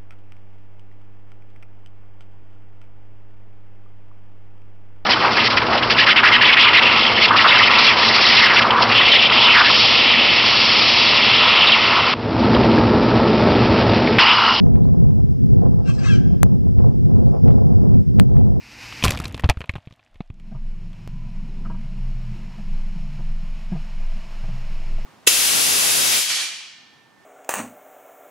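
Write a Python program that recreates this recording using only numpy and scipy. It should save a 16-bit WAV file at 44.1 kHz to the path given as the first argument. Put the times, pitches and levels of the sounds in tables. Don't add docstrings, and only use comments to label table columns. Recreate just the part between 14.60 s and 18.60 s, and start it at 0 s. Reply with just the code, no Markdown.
import sys
import numpy as np
from scipy import signal
from scipy.fft import rfft, irfft
from scipy.io import wavfile
from scipy.ndimage import uniform_filter1d

SR = 44100
rng = np.random.default_rng(int(sys.argv[2]) if len(sys.argv) > 2 else 0)


def persist_wave(psi):
    counts = np.round(np.clip(psi, -1, 1) * 32767).astype(np.int16)
    wavfile.write(sys.argv[1], SR, np.atleast_2d(counts).T)


N = 176400

# t/s, push on the left channel/full scale, width/s
HARD_BUFFETS = [(.063, 1.07, 0.0027), (.157, -1.24, 0.0024), (2.188, 1.16, 0.0027), (2.881, 1.27, 0.0018),
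                (2.906, -1.14, 0.0019), (3.345, 1.07, 0.0026), (3.589, -1.3, 0.00214),
                (3.607, 1.24, 0.0016), (3.769, 1.16, 0.0028)]
# t/s, dropout length/s
DROPOUTS = [(1.83129, .00024), (1.831572, .000046), (3.59862, .00017)]
THROAT_LOW_HZ, THROAT_TOP_HZ = 970, 8400


def undb(db):
    return 10 ** (np.asarray(db) / 20)


def unit(x):
    return x / np.sqrt(np.mean(x ** 2))


def noise():
    return rng.standard_normal(N)


def bins():
    return np.arange(N // 2 + 1) * SR / N + 1e-6


def sine(hz):
    return np.sin(2 * np.pi * np.cumsum(hz) / SR)


def colour(x, points):
    hz, db = np.array(points).T
    return irfft(rfft(x) * undb(np.interp(np.log(bins()), np.log(hz), db)), N)


def butter(x, hz, kind, order):
    return signal.sosfilt(signal.butter(order, hz, kind, fs=SR, output="sos"), x)


def walk(rate):
    hold = int(SR / rate)
    steps = np.repeat(noise()[:N // hold + 1], hold)[:N]
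    ramps = uniform_filter1d(steps, hold, mode="wrap")
    return unit(uniform_filter1d(ramps, hold, mode="wrap"))


def eddies(t, ceiling=1.08):
    # t/s, relative rumble level/dB, relative flutter level/dB
    gusts = [(0.0, -10, -26.5), (0.34, -12.5, -32), (0.599, -13, -32.5), (0.64, -17, -47),
             (0.74, -17.5, -35.5), (0.8, -17.5, -80), (0.841, -10, -38), (0.879, -16.5, -39.5),
             (0.97, -13, -35.5), (1.061, -11, -21.5), (1.15, -14, -35), (1.26, -18.5, -33.5),
             (1.3, -14.5, -34.5), (1.42, -21.5, -30.5), (1.52, -10, -39.5), (1.738, -12, -36.5),
             (1.8, -19.5, -44.5), (1.84, -8, -35), (1.88, -14.5, -36), (1.94, -10.5, -34), (2.0, -18, -45),
             (2.06, -12, -36), (2.141, -20.5, -44), (2.202, -11.5, -26), (2.301, -12, -28),
             (2.39, -16, -43.5), (2.5, -14, -31), (2.559, -11.5, -27), (2.61, -14, -25.5), (2.66, -14, -26),
             (2.71, -13, -30), (2.761, -21.5, -21), (2.822, -15.5, -41), (2.869, -5, -20),
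             (2.93, -11, -25.5), (3.04, -14, -28), (3.11, -9.5, -28), (3.18, -13, -31), (3.26, -14, -27.5),
             (3.359, -9.5, -30.5), (3.46, -19, -52.5), (3.617, -7, -27), (3.679, -15.5, -41.5),
             (3.72, -11, -27.5), (3.99, -14.5, -35)]
    # f/Hz, level/dB
    rumble_eq = [(10, -44), (20, -21), (45, -2), (70, 0), (110, 2.5), (160, 0), (230, -5.5), (380, -18),
                 (500, -26.5), (800, -49.5), (1600, -86), (6000, -130)]
    # f/Hz, level/dB
    flutter_eq = [(100, -29.5), (250, -0.5), (400, 2.5), (500, -0.5), (700, -6), (1000, -18.5),
                  (1350, -31.5), (2000, -49.5), (4000, -67), (12000, -120)]
    times, rumble_db, flutter_db = np.array(gusts).T
    rumble = unit(colour(noise(), rumble_eq))
    rumble *= undb(2.5 + np.interp(t, times, rumble_db, period=N / SR) + 1.57 * walk(35))
    flutter = unit(colour(noise(), flutter_eq))
    flutter *= undb(-1.5 + np.interp(t, times, flutter_db, period=N / SR) + 4 * walk(140))
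    return ceiling * np.tanh(rumble / ceiling) + flutter


def hum_filter(x, spacing_hz=299.4, sharpness=0.57, depth=0.78):
    delay = np.exp(-2j * np.pi * bins() / spacing_hz)
    comb = (1 - sharpness) / 2 * (1 + delay) / (1 - sharpness * delay)
    return irfft(rfft(x) * (1 - depth * comb), N)


def wind(t, ceiling=0.88, overflow_width_s=0.0024, wide_below_hz=2360):
    side = hum_filter(eddies(t))
    side = side / (1 + (side / ceiling) ** 6) ** (1 / 6)
    overflows = [(at, -1, overflow_width_s) for at, _ in DROPOUTS]
    for at, push, width in HARD_BUFFETS + overflows:
        u = (t - at) / width
        swing = push * np.cos(np.pi / 2 * u) * np.exp(-(u / 2) ** 2)
        crossfade = np.exp(-(u / 2) ** 4)
        side = side * (1 - crossfade) + swing * crossfade
    bass_cut = np.minimum(bins() / wide_below_hz, 1)
    mid = irfft(rfft(hum_filter(eddies(t))) * bass_cut, N)
    fade_in = np.minimum(t / 0.004, 1)
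    return np.array([mid + side, mid - side]) * fade_in


def hiss(left_db=-60.5, right_db=-64):
    # f/Hz, level/dB
    hiss_eq = [(100, 12), (800, 7), (1500, 5), (2300, 0), (3200, 0), (4300, -2), (4600, -9), (5700, -5.5),
               (6200, -4.5), (7200, -8.5), (15000, -10.5), (15800, -45)]
    return np.array([undb(db) * unit(colour(noise(), hiss_eq)) for db in (left_db, right_db)])


def motor(t, turn_hz=300, scrape_turns=0.14, waver_hz=9, right_db=-13.5):
    # f/Hz, gain/dB
    case_eq = [(3600, -40), (4250, -31), (4500, 3.5), (4800, 1), (5100, -7), (5400, 4), (5700, 2.5),
               (6000, -5), (6400, -15), (7500, -45)]
    # f/Hz, relative level/dB
    whine_tones = [(4199, -109), (4592, -90), (4700, -81), (4942, -83), (5220, -78), (5265, -94),
                   (5475, -81), (5841, -87)]
    # t/s, gain/dB
    ride = [(0.03, 1), (.18, -8), (.3, -1.5), (.56, -3.5), (.85, -1.5), (1.7, 0), (2.0, -3), (2.2, -1),
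            (2.38, -2.5), (2.7, -0.5), (2.85, 2.5), (3.0, 0.5), (3.15, 1), (3.32, -0.5), (3.39, -3.5),
            (3.52, -1), (3.83, -5), (3.98, -2.5)]
    turns = turn_hz * t
    impulses = np.diff(np.floor(turns + 0.5 / SR), prepend=0)
    ticks = unit(colour(impulses, case_eq))
    scrape = unit(colour(noise() * np.exp(-(turns % 1) / scrape_turns), case_eq))
    whine = sum(undb(db + 2 * walk(29.5)) * sine(hz + waver_hz * walk(100)) for hz, db in whine_tones)
    buzz = undb(-69.5) * ticks + undb(-73) * scrape + undb(9) * whine
    buzz *= undb(np.interp(t, *np.array(ride).T))
    return buzz * undb([[0], [right_db]])


def crackle(t, decay_s=0.01):
    # f/Hz, level/dB
    crackle_eq = [(300, -8), (1000, -8.5), (2000, 4), (3500, -5), (5000, -12), (12000, -21)]
    envelope = sum(push ** 4 * (t > at) * np.exp(-np.abs(t - at) / decay_s)
                   for at, push, _ in HARD_BUFFETS)
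    left = undb(-55.5) * envelope * unit(colour(noise(), crackle_eq))
    return np.array([left, np.zeros(N)])


def chirps(t, rise_share=0.81, flicker_db=2, jitter=0.032):
    # t/s, length/s, starting f/Hz, top f/Hz, level/dB
    sweeps = [(.218, 0.049, 2950, 4430, -60.5), (2.653, 0.047, 2850, 4570, -59),
              (2.9, 0.05, 3300, 3980, -60), (3.696, 0.057, 3050, 3700, -68)]
    out = 0
    for start, length, low_hz, high_hz, db in sweeps:
        progress = np.clip((t - start) / length, 0, 1)
        rise = np.sin(np.pi / 2 * np.minimum(progress / rise_share, 1)) ** 2
        hz = low_hz + (high_hz - low_hz) * rise
        envelope = undb(db + flicker_db * walk(200)) * np.sin(np.pi * progress)
        out += envelope * sine(hz * (1 + jitter * walk(500)))
    return out


def trees(x, t, t60_s=0.86, predelay_s=0.0084, wet_db=-18):
    # f/Hz, gain/dB
    scatter_eq = [(1000, -6), (1600, 1), (2200, 3), (2620, -4), (3130, 3), (3700, -0.5), (6000, 1),
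                  (9000, -6)]
    # f/Hz, gain/dB
    far_side_eq = [(1000, -5), (1600, -4), (2600, -6.5), (5000, -10), (6200, -14), (8000, -16)]
    decay = undb(-60 * t / t60_s) * (t > predelay_s)
    tails = [colour(noise(), scatter_eq) * decay for _ in range(2)]
    left, right = (undb(wet_db) * signal.fftconvolve(x, h / np.linalg.norm(h))[:N] for h in tails)
    shifted = -signal.hilbert(x).imag
    return np.array([x + left, colour(shifted + right, far_side_eq)])


def throat(x):
    # f/Hz, width/Hz, relative level/dB
    formants = [(1290, 105, 2.5), (1550, 89, -2), (2130, 530, -9.5), (2670, 230, -1.5), (3200, 170, -6),
                (4120, 560, -13), (4530, 680, -7.5), (5450, 530, -5.5), (6180, 420, -8.5), (7850, 800, -15)]
    f = bins()
    power = sum(undb(db) ** 2 / (1 + ((f - hz) / (width / 2)) ** 2) ** 1.14
                for hz, width, db in formants)
    voiced = irfft(rfft(x) * np.sqrt(power), N)
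    voiced = butter(voiced, THROAT_LOW_HZ, "high", order=6)
    return unit(butter(voiced, THROAT_TOP_HZ, "low", order=14))


def rasps(t, jitter=0.081, breath_mix=0.56, shelf_hz=3850, edge_db=-4, attack_s=0.012, release_s=0.025):
    # start t/s, loudest t/s, end t/s, relative level/dB, pulse f/Hz, treble shelf/dB
    syllables = [(1.274, 1.303, 1.31, -34.5, 547.4, -2), (1.307, 1.348, 1.375, -53, 540, 7.5),
                 (1.386, 1.394, 1.416, -39, 572, -1), (1.434, 1.475, 1.498, -31.5, 552.6, -1.5),
                 (1.478, 1.523, 1.558, -34, 534.4, -0.5)]
    out = 0
    for start, peak, end, db, pulse_hz, treble_db in syllables:
        since_peak = np.clip(t - peak, -0.1, 0.1)
        sag_hz = -420 * since_peak - 2500 * since_peak ** 2
        cycles = np.cumsum((pulse_hz + sag_hz) * (1 + jitter * walk(600))) / SR
        pulses = np.diff(np.floor(cycles), prepend=0) * undb(1.3 * walk(350))
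        breath = noise() * np.exp(-(cycles % 1) / 0.45)
        rasp = throat(unit(pulses - pulses.mean()) + breath_mix * unit(breath))
        rasp = colour(rasp, [(shelf_hz / np.sqrt(2), 0), (shelf_hz, treble_db)])
        level = undb(db + np.interp(t, [start, peak, end], [edge_db, 0, edge_db]))
        fades = np.exp(-np.maximum(start - t, 0) / attack_s - np.maximum(t - end, 0) / release_s)
        out += rasp * level * fades
    return out


def ragged(x, band_hz=230, depth_db=4.2, rate_hz=42):
    spectrum, position = rfft(x), bins() / band_hz
    out = 0
    for k in range(2, int(THROAT_TOP_HZ / band_hz) + 4):
        band = irfft(spectrum * np.maximum(1 - np.abs(position - k), 0), N)
        out += band * undb(depth_db * walk(rate_hz) - 2.3)
    return out


def whistles(t, jitter=0.015, flutter_db=2.8):
    # loudest t/s, f/Hz at that moment, level/dB, swell/s, glide/(Hz/s)
    partials = [(1.292, 1600, -39.5, 0.018, 903), (1.301, 1120, -37.5, 0.011, -900),
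                (1.3, 2660, -39, 0.02, -1500), (1.301, 3210, -42, 0.013, 1006.5),
                (1.387, 1680, -40, 0.0066, -4000), (1.448, 2586, -32.5, 0.0056, -2000),
                (1.45, 1688, -37, 0.0093, -3000), (1.462, 1097, -35.5, 0.0081, -3500),
                (1.474, 3840, -40, 0.021, -2000), (1.503, 1628, -28.5, 0.029, -1500),
                (1.504, 2583, -30.5, 0.019, -4200), (1.529, 1372, -40.5, 0.024, 1001.5),
                (1.529, 3175, -33.5, 0.029, -4200), (1.54, 2363, -38, 0.012, -2000),
                (1.535, 4010, -42.5, 0.017, -2000), (1.54, 5430, -44, 0.013, 1.5),
                (1.555, 6300, -47, .018, -8000)]
    out = 0
    for at, hz, db, swell, glide in partials:
        pitch = (hz + glide * np.clip(t - at, -0.1, 0.1)) * (1 + jitter * walk(500))
        envelope = undb(db + flutter_db * walk(260)) * np.exp(-((t - at) / swell) ** 2 / 2)
        out += envelope * sine(pitch)
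    return out


def scene():
    t = np.arange(N) / SR
    call = ragged(rasps(t)) + whistles(t)
    return wind(t) + hiss() + motor(t) + crackle(t) + trees(chirps(t) + call, t)


def record(dry, left_clip=0.951, right_clip=1, top_hz=16300):
    t = np.arange(N) / SR
    ceiling = np.array([[left_clip], [right_clip]])
    out = np.clip(dry, -ceiling, ceiling)
    for at, length in DROPOUTS:
        samples_inside = (length / 2 - np.abs(t - at - length / 2)) * SR
        out[0] *= 1 - np.clip(samples_inside + 0.5, 0, 1)
    return signal.sosfilt(signal.ellip(8, 0.2, 70, top_hz, fs=SR, output="sos"), out)


dry = scene()
out = record(dry)
persist_wave(out)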